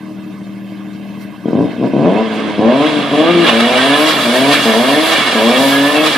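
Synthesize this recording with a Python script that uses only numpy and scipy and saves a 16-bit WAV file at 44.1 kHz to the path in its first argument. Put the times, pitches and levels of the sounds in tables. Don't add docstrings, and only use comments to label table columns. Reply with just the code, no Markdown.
import sys
import numpy as np
from scipy import signal
from scipy.fft import rfft, irfft, next_fast_len
from scipy.io import wavfile
from scipy.ndimage import uniform_filter1d, map_coordinates

SR = 44100
rng = np.random.default_rng(int(sys.argv[2]) if len(sys.argv) > 2 else 0)


def transcribe(u):
    v = np.clip(np.atleast_2d(u).T, -1, 1)
    q = np.round(v * 32767).astype(np.int16)
    wavfile.write(sys.argv[1], SR, q)


def convert_level_to_amplitude(level_db):
    exponent = np.asarray(level_db, float) / 20
    return 10 ** exponent


N = 272097
TIME = np.arange(N) / SR
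EVEN = .065


def unit(x):
    return x / np.sqrt(np.mean(x ** 2) + 1e-20)


def steady(x):
    return x / np.sqrt(np.abs(uniform_filter1d(x ** 2, size=4000)) + 1e-12)


def along(points, hz):
    f, v = np.transpose(points)
    return np.interp(np.log(hz + 1), np.log(f + 1), v)


def curves(rows):
    s, *cols = np.transpose(rows)
    return [np.interp(TIME, s, c) for c in cols]


def wobble(rate):
    return map_coordinates(rng.standard_normal(int(N * rate / SR) + 4), [TIME * rate])


def bump(center_s, width_s):
    return np.exp(-((TIME - center_s) / width_s) ** 2)


def filtered(x, response):
    m = next_fast_len(N + SR // 2)
    return irfft(rfft(x, m) * response(np.fft.rfftfreq(m, 1 / SR)), m)[..., :N]


def causal(points):
    def response(hz):
        c = irfft(np.log(convert_level_to_amplitude(along(points, hz)) + 1e-6))
        c[1:len(c) // 2] *= 2
        c[len(c) // 2 + 1:] = 0
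        return np.exp(rfft(c))
    return response


def above(hz, edge_hz):
    return 1 / (1 + (edge_hz / (hz + 1)) ** 8)


# (opens [s], shuts [s], half the firing rate as it takes hold [Hz],
# the same at the end [Hz], exhaust level [dB])
PRESSES = [(-.1, 1.275, 38.96, 39.82, -29), (1.447, 1.551, 37.1, 48.95, -16),
           (1.547, 1.62, 53.5, 58.5, -13), (1.622, 1.66, 63.12, 65.6, -17.5),
           (1.788, 1.857, 63.97, 65.1, -13.5), (1.937, 2.086, 66.4, 90.45, -12.5),
           (2.087, 2.211, 96.8, 113.2, -16), (2.265, 2.497, 108.1, 105.5, -17.5),
           (2.581, 2.724, 104.3, 127.3, -12.5), (2.72, 2.859, 134.3, 156, -14),
           (2.921, 3.02, 149.4, 142.2, -16), (3.113, 3.312, 144.6, 175.3, -13),
           (3.35, 3.435, 172, 168.5, -11.5), (3.477, 3.601, 111.1, 116, -17.5),
           (3.625, 3.724, 119.7, 125.7, -16.5), (3.741, 4.073, 127.1, 158.2, -17.5),
           (4.25, 4.528, 116.6, 147.2, -16), (4.655, 4.728, 110.5, 108.2, -15.5),
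           (4.731, 5.0, 112.9, 156.8, -16), (4.997, 5.125, 159.4, 163.9, -18),
           (5.355, 5.639, 106.7, 138.2, -15.5), (5.64, 5.76, 138.2, 138.8, -18.5),
           (5.77, 6.046, 138.6, 157.6, -16.5)]


def driver():
    takes_hold_s, flywheel_s, last_hz = .03, .03, 134.6
    open_s, shut_s = .008, .03
    clutch_in_s = 3.48
    ms, t = 1000, np.arange(0, N / SR, .001)
    opens, shuts, start_hz, end_hz, db = np.transpose(PRESSES)
    knot_s = np.append(np.ravel([opens + takes_hold_s, shuts], "F"), N / SR)
    knot_hz = np.append(np.ravel([start_hz, end_hz], "F"), last_hz)
    half_hz = uniform_filter1d(np.interp(t, knot_s, knot_hz), size=int(flywheel_s * ms))
    octaves = np.log2(half_hz / 100)
    rising = np.gradient(np.log(half_hz)) * ms

    opening = (t - opens[:, None]) / open_s + 1
    shutting = (shuts[:, None] - t) / shut_s + 1
    held = np.clip(np.minimum(opening, shutting), 0, 1)
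    throttle = np.minimum(held.sum(0), 1)
    coast_db = np.minimum(-26 + 5.5 * octaves, -19)
    pressed_db = (db @ held) / (held.sum(0) + 1e-9)
    thump_db = throttle * pressed_db + (1 - throttle) * coast_db

    loaded = t > clutch_in_s
    idling = t < opens[1] - open_s
    free = ~idling * (t < clutch_in_s) * np.clip(1 - 2 * rising, 0, 1)
    lug_db = 7 * throttle * loaded * np.clip((115.2 - half_hz) / 12, 0, 1)
    pull_db = 1.5 * loaded - 8.5 * free + 1.5 * np.clip(rising, 0, 1.2)
    bark_db = throttle * (-2 + pull_db) + (1 - throttle) * -2.5 + 7.5 * np.minimum(octaves, 0)
    bark_db = np.where(idling, -19.5, bark_db + lug_db)

    hunting = .1 * free * (half_hz < 160) + .04 * ~idling * np.clip(-octaves, 0, 1)
    uneven = .09 + .16 * np.maximum(-rising, 0) + .35 * idling
    rough = np.minimum(EVEN + hunting + (1 - throttle) ** 2 * uneven, .47)
    return [np.interp(TIME, t, c) for c in (half_hz, thump_db - lug_db, bark_db, rough)]


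# (pulse strength [dB], lateness [share of a firing gap], extra at idle [dB])
CYLINDERS = [(.6, 0, 0), (-4.4, .13, 1.5), (-.6, .01, 3.5), (-4, .12, 0), (0, -.01, -3.5), (-5, .11, -1.5)]


def firings(turns, load, rough):
    k = np.arange(int(turns[-1]) - 1)
    db, late, idle_db = np.array(CYLINDERS)[k % 6].T
    chance = np.clip(rng.standard_normal((len(k), 2)), -1.3, 1.3)
    when = np.interp(k, turns, TIME)
    rough = np.interp(when, TIME, rough)
    db = db * (1 + 5 * (rough - EVEN)) + idle_db * (1 - np.interp(when, TIME, load))
    late = late * (1 + .28 * (when > 1.45) * wobble(9)[(when * SR).astype(int)])
    jitter = np.clip(.45 * rough * chance[:, 0], -.4, .4)
    at = np.interp(k + .5 + late + jitter, turns, np.arange(N))
    size = convert_level_to_amplitude(db + 18 * np.minimum(rough, .35) * chance[:, 1])
    taps = np.floor(at)[:, None] + np.arange(-7, 9)
    offset = taps - at[:, None]
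    kernel = np.sinc(offset) * np.cos(np.pi * offset / 16) ** 2
    return np.bincount(taps.astype(int).ravel(), (size[:, None] * kernel).ravel(), N + 16)[:N]


# (frequency [Hz], level [dB])
IDLE_PIPE = [(60, -45), (85, -24), (118, -8), (140, -15.5), (160, -8.5), (196, 1), (240, -8), (275, -17),
             (312, 5.5), (350, -23), (430, -13), (500, -24.5), (620, -14), (800, -69), (4000, -115)]
# (frequency [Hz], level [dB])
LOAD_PIPE = [(60, -64), (100, -13.5), (150, -7), (220, 2), (300, 1.5), (385, -5.5), (450, 2), (510, -3.5),
             (600, 0.5), (730, -3), (850, -15.5), (1000, -6.5), (1400, -38), (6000, -110)]


def exhaust(load, half_hz, thump_db, bark_db, rough):
    pulses = firings(np.cumsum(2 * half_hz) / SR, load, rough)
    gas = steady(pulses) + .17 * rng.standard_normal(N)
    idle = unit(filtered(gas, causal(IDLE_PIPE)))
    loaded = unit(filtered(gas, causal(LOAD_PIPE)))
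    pipe = (1 - load) * idle + load * loaded
    bark = filtered(pipe, lambda hz: above(hz, 425))
    return convert_level_to_amplitude(thump_db) * (steady(pipe - bark) + convert_level_to_amplitude(bark_db - 1.5) * steady(bark))


# (time [s], roar level [dB], turbo boost [0-1])
SPIN = [(0, -41, 0.36), (1.41, -40, 0.26), (1.58, -32.5, 0.03), (1.9, -32.5, 0), (2.18, -24.5, 0),
        (2.42, -24.5, 0), (2.57, -26.5, 0.05), (2.8, -21, .1), (3.4, -17, .35), (3.6, -15, .6),
        (3.85, -14.5, 0.68), (4.3, -15.5, 0.93), (5.0, -16.5, 0.94), (5.3, -15, .7), (5.55, -16.5, 1.05),
        (6.17, -17.5, 0.9)]
# (time [s], level over the roar [dB], width [s])
PUFFS = [(2.46, 2.5, 0.034), (2.86, 3.5, 0.11), (3.28, 0.5, 0.02), (3.485, 8, 0.029), (3.608, 5.5, 0.0078),
         (3.78, 2, 0.015), (4.098, 5, 0.035), (4.54, 5.5, 0.026), (4.608, 1, 0.011), (5.08, 2.5, 0.036),
         (5.129, 4.5, 0.016), (5.19, 3, 0.05), (5.275, 2.5, 0.016), (5.76, 2.5, 0.075), (5.96, 2, 0.029),
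         (6.068, 6, 0.026), (6.142, 3.5, 0.033)]


def rush_levels(half_hz):
    spin_db, boost = curves(SPIN)
    puff_db = sum(db * bump(s, width) for s, db, width in PUFFS)
    hiss_db = -20.5 + 11 * boost + 0.92 * wobble(22)
    air = convert_level_to_amplitude(-43.5 + 25 * boost + 4 * np.log2(half_hz / 130) + 2.5 * wobble(16))
    idle_air = convert_level_to_amplitude(-58 - spin_db) * np.clip((2.1 - TIME) / .3, 0, 1)
    return spin_db + puff_db, hiss_db, 20 * np.log10(air + idle_air) - 0.45 * puff_db


# (frequency [Hz], likeness [-1 to 1])
ALIKE = [(60, .99), (600, .99), (1200, .88), (2000, .85), (3000, .88), (5000, .7), (8000, -.2),
         (13000, -.3)]


def pair(spectrum, patchy_db):
    z = signal.stft(rng.standard_normal((2, N + 512)), nperseg=512)[2]
    field = uniform_filter1d(rng.standard_normal(z.shape[1:]), size=4, axis=0)
    field = uniform_filter1d(field, size=5, axis=1)
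    two = signal.istft(z * convert_level_to_amplitude(patchy_db * unit(field)), nperseg=512)[1][:, :N]

    def spread(hz):
        turn = np.arccos(np.clip(along(ALIKE, hz), -1, 1)) / 2
        return convert_level_to_amplitude(along(spectrum, hz)) * [np.cos(turn), np.sin(turn)]
    mid, side = filtered(two, spread)
    return np.array([mid + side, mid - side])


def chirps(count, pitch_hz=2100, spread=.27, life=0.022):
    u, g = rng.random((count, 2)), rng.standard_normal((count, 2))
    t = np.arange(3000) / SR
    g = np.clip(g, -2, 2)
    hz = pitch_hz * np.exp(spread * g[:, :1])
    span = life * (.5 + 1.2 * u[:, 1:])
    swell = np.sin(np.pi * np.clip(t / (2 * span), 0, 1)) ** 2
    tone = convert_level_to_amplitude(3 * g[:, 1:]) * np.sin(2 * np.pi * hz * t) * swell
    at = (u[:, :1] * N).astype(int) + np.arange(len(t))
    return unit(np.bincount(at.ravel(), tone.ravel())[:N])


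def bounced(x, bounce):
    first, gap, db = np.transpose(bounce)[:, :, None]

    def mirror(hz):
        strength = convert_level_to_amplitude(db) * above(hz, 550) * (1 - above(hz, 6500))
        return strength * np.exp(-2j * np.pi * (hz - first) / gap)
    return filtered(x, lambda hz: 1 - mirror(hz))


# (frequency [Hz], level [dB per Hz])
BAY = [(350, -26), (600, -10), (800, -9), (1130, -15), (1340, -17), (1580, -16.5), (2720, -18),
       (6750, -37.5), (14300, -35.5)]
# (frequency [Hz], level [dB per Hz])
RUBBER = [(250, -24.5), (500, -3.5), (900, -4), (1420, -5), (2400, -7.5), (3400, -4), (4500, -18),
          (6080, -32), (10000, -29.5), (14300, -32.5)]
# (time [s], level [dB], width [s])
PEDAL = (1.225, -43, .022)
# (first notch [Hz], notch spacing [Hz], strength [dB])
BOUNCE_IDLE = [(860, 503, -4), (820, 520, -5)]
# (first notch [Hz], notch spacing [Hz], strength [dB])
BOUNCE_SPIN = [(934, 531, -0.5), (811, 584, -13)]


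def roar(spin, half_hz):
    roar_db, hiss_db, air_db = rush_levels(half_hz)
    bay = bounced(pair(BAY, patchy_db=-2.56), BOUNCE_IDLE)
    rubber = unit(pair(RUBBER, patchy_db=1.0))
    rubber = rubber + 0.4 * np.clip((TIME - 3) * 2, 0, 1) * chirps(count=900)
    rubber = bounced(rubber, BOUNCE_SPIN)
    bands = [(0, lambda hz: 1 - above(hz, 4800)),
             (hiss_db, lambda hz: above(hz, 4800) - above(hz, 10200)),
             (air_db + 2, lambda hz: above(hz, 10200))]
    total = 0
    for db, band in bands:
        mix = np.sqrt(1 - spin) * unit(filtered(bay, band))
        mix = mix + np.sqrt(spin) * unit(filtered(rubber, band))
        total = total + convert_level_to_amplitude(db + 0.82 * wobble(14)) * mix
    pedal_s, pedal_db, width_s = PEDAL
    rasp = unit(filtered(bay, lambda hz: above(hz, 1500) * hz))
    return convert_level_to_amplitude(roar_db) * total + convert_level_to_amplitude(pedal_db) * bump(pedal_s, width_s) * rasp


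# (time [s], length [s], start
# pitch [Hz], end pitch [Hz], level [dB])
SQUEALS = [(3.264, 0.036, 2860, 2750, -23), (3.47, 0.046, 1765, 1826, -22), (4.345, 0.037, 1750, 1960, -17),
           (4.836, 0.087, 1610, 1620, -22), (4.857, 0.047, 2800, 2860, -21.5),
           (5.147, 0.018, 1840, 1734, -22), (5.234, .065, 2130, 2205, -18), (5.239, 0.058, 1444, 1564, -17),
           (5.637, 0.066, 1776, 1721, -19.5), (5.702, 0.115, 1640, 1700, -17),
           (5.798, 0.15, 1710, 1777, -19), (5.94, 0.089, 2730, 2580, -15.5)]


def squeals():
    out = np.zeros(N)
    for s, length, start_hz, end_hz, db in SQUEALS:
        u = np.linspace(0, 1, int(length * SR))
        hz = start_hz + (end_hz - start_hz) * u
        tone = np.sin(2 * np.pi * np.cumsum(hz) / SR)
        out[int(s * SR):][:len(u)] += convert_level_to_amplitude(db) * np.sin(np.pi * u) * tone
    return out * convert_level_to_amplitude(2.5 * wobble(70) - 1.5)


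# (time [s], pitch [Hz], level [dB])
TURBO = [
    [(3.72, 7900, -46), (3.86, 8980, -39), (4.01, 9980, -37), (4.07, 10150, -41)],
    [(4.2, 8400, -47), (4.38, 9400, -39), (4.54, 10050, -42)],
    [(4.78, 8750, -45), (4.94, 9820, -39), (5.04, 10200, -37), (5.12, 10380, -42)],
    [(5.5, 8650, -42), (5.62, 9350, -40), (5.7, 9750, -45)],
    [(5.84, 9650, -43), (5.93, 9950, -40), (6.04, 10300, -43)],
]


def turbo():
    out = np.zeros(N)
    for rows in TURBO:
        hz, db = curves(rows)
        fade = np.clip(np.minimum(TIME - rows[0][0], rows[-1][0] - TIME) / 0.042, 0, 1)
        whistle = np.sin(2 * np.pi * np.cumsum(hz + 45 * wobble(150)) / SR)
        out += fade * convert_level_to_amplitude(db + 2.5 + 2.5 * wobble(50)) * whistle
    return out * [[1.2], [.8]]


# (multiple of half the firing rate, level under full spin [dB])
GEARS = [(7, -24), (12, -31)]


def gears(spin, half_hz, rough):
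    phase = 2 * np.pi * np.cumsum(half_hz) / SR
    whine = 0
    for k, db in GEARS:
        level = convert_level_to_amplitude(db + 4 * np.clip(wobble(14), -3, 1))
        whine = whine + level * np.sin(k * phase + 1.4 * wobble(40))
    return spin * (1 - rough) ** 6 * whine


# (frequency [Hz], time to fall 60 dB [s])
TREES = [(100, 0.5), (1000, 0.097), (8000, 0.083)]


def trees(x):
    hz, t, z = signal.stft(rng.standard_normal((2, SR // 2)), SR, nperseg=256)
    tail = signal.istft(z * convert_level_to_amplitude(-60 * t / along(TREES, hz)[:, None]), SR, nperseg=256)[1]
    tail = tail.mean(0) + .5 * (tail - tail.mean(0))
    late = np.pad(x, (700, 0))[None]
    return signal.fftconvolve(late, tail / np.linalg.norm(tail[0]), axes=1)[:, :N]


def scene():
    half_hz, thump_db, bark_db, rough = driver()
    load = np.interp(TIME, [1.44, 1.452], [0, 1])
    spin = np.interp(TIME, [1.9, 3.3], [0, 1])
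    thump_db = thump_db + .8 * load * wobble(30)
    pipe = -exhaust(load, half_hz, thump_db, bark_db + 1.2 * wobble(30), rough)
    tones = bounced(gears(spin ** 2, half_hz, rough) + squeals(), BOUNCE_SPIN)
    return pipe + convert_level_to_amplitude(-8.0) * trees(pipe) + tones + roar(spin, half_hz) + turbo()


def masked(x):
    hz, _, z = signal.stft(x, SR, nperseg=2048)
    power = np.abs(z[:, :1024]) ** 2
    band = power.reshape(2, 128, 8, -1).sum(2).mean(0)
    below_db = 10 * np.log10(band / power.sum(1).mean(0) + 1e-12)
    khz = hz[4:1024:8, None] / 1000
    luck = unit(uniform_filter1d(rng.standard_normal(band.shape), size=2, axis=1))
    keep = (below_db + 11 * luck > 1.5 * khz - 77) | (khz < 5.6)
    keep = np.pad(keep.repeat(8, 0), ((0, 1), (0, 0)))
    return signal.istft(z * keep, SR, nperseg=2048)[1][:, :N]


def top_cut(x):
    return signal.sosfilt(signal.butter(12, 14480, fs=SR, output="sos"), x)


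# (frequency [Hz], left over right [dB])
TILT = [(60, 9), (110, 4), (200, 4), (370, 1.5), (670, 0), (1230, -8), (2260, -6.5), (4140, -2.5),
        (7580, 4), (13900, 7.5)]


def record(dry):
    x = filtered(dry, lambda hz: convert_level_to_amplitude(along(TILT, hz) * np.array([[.5], [-.5]])))
    x = x / (1 + np.abs(x / 1.15) ** 6) ** (1 / 6)
    x = filtered(x, lambda hz: np.maximum(above(hz, 75), .3) * (hz < 14480))
    rumble = filtered(rng.standard_normal((2, N)), lambda hz: (hz > 15) * (1 - above(hz, 60)) * 20)
    return top_cut(masked(x + convert_level_to_amplitude(-77) * rumble))


dry = scene()
out = record(dry)
transcribe(out)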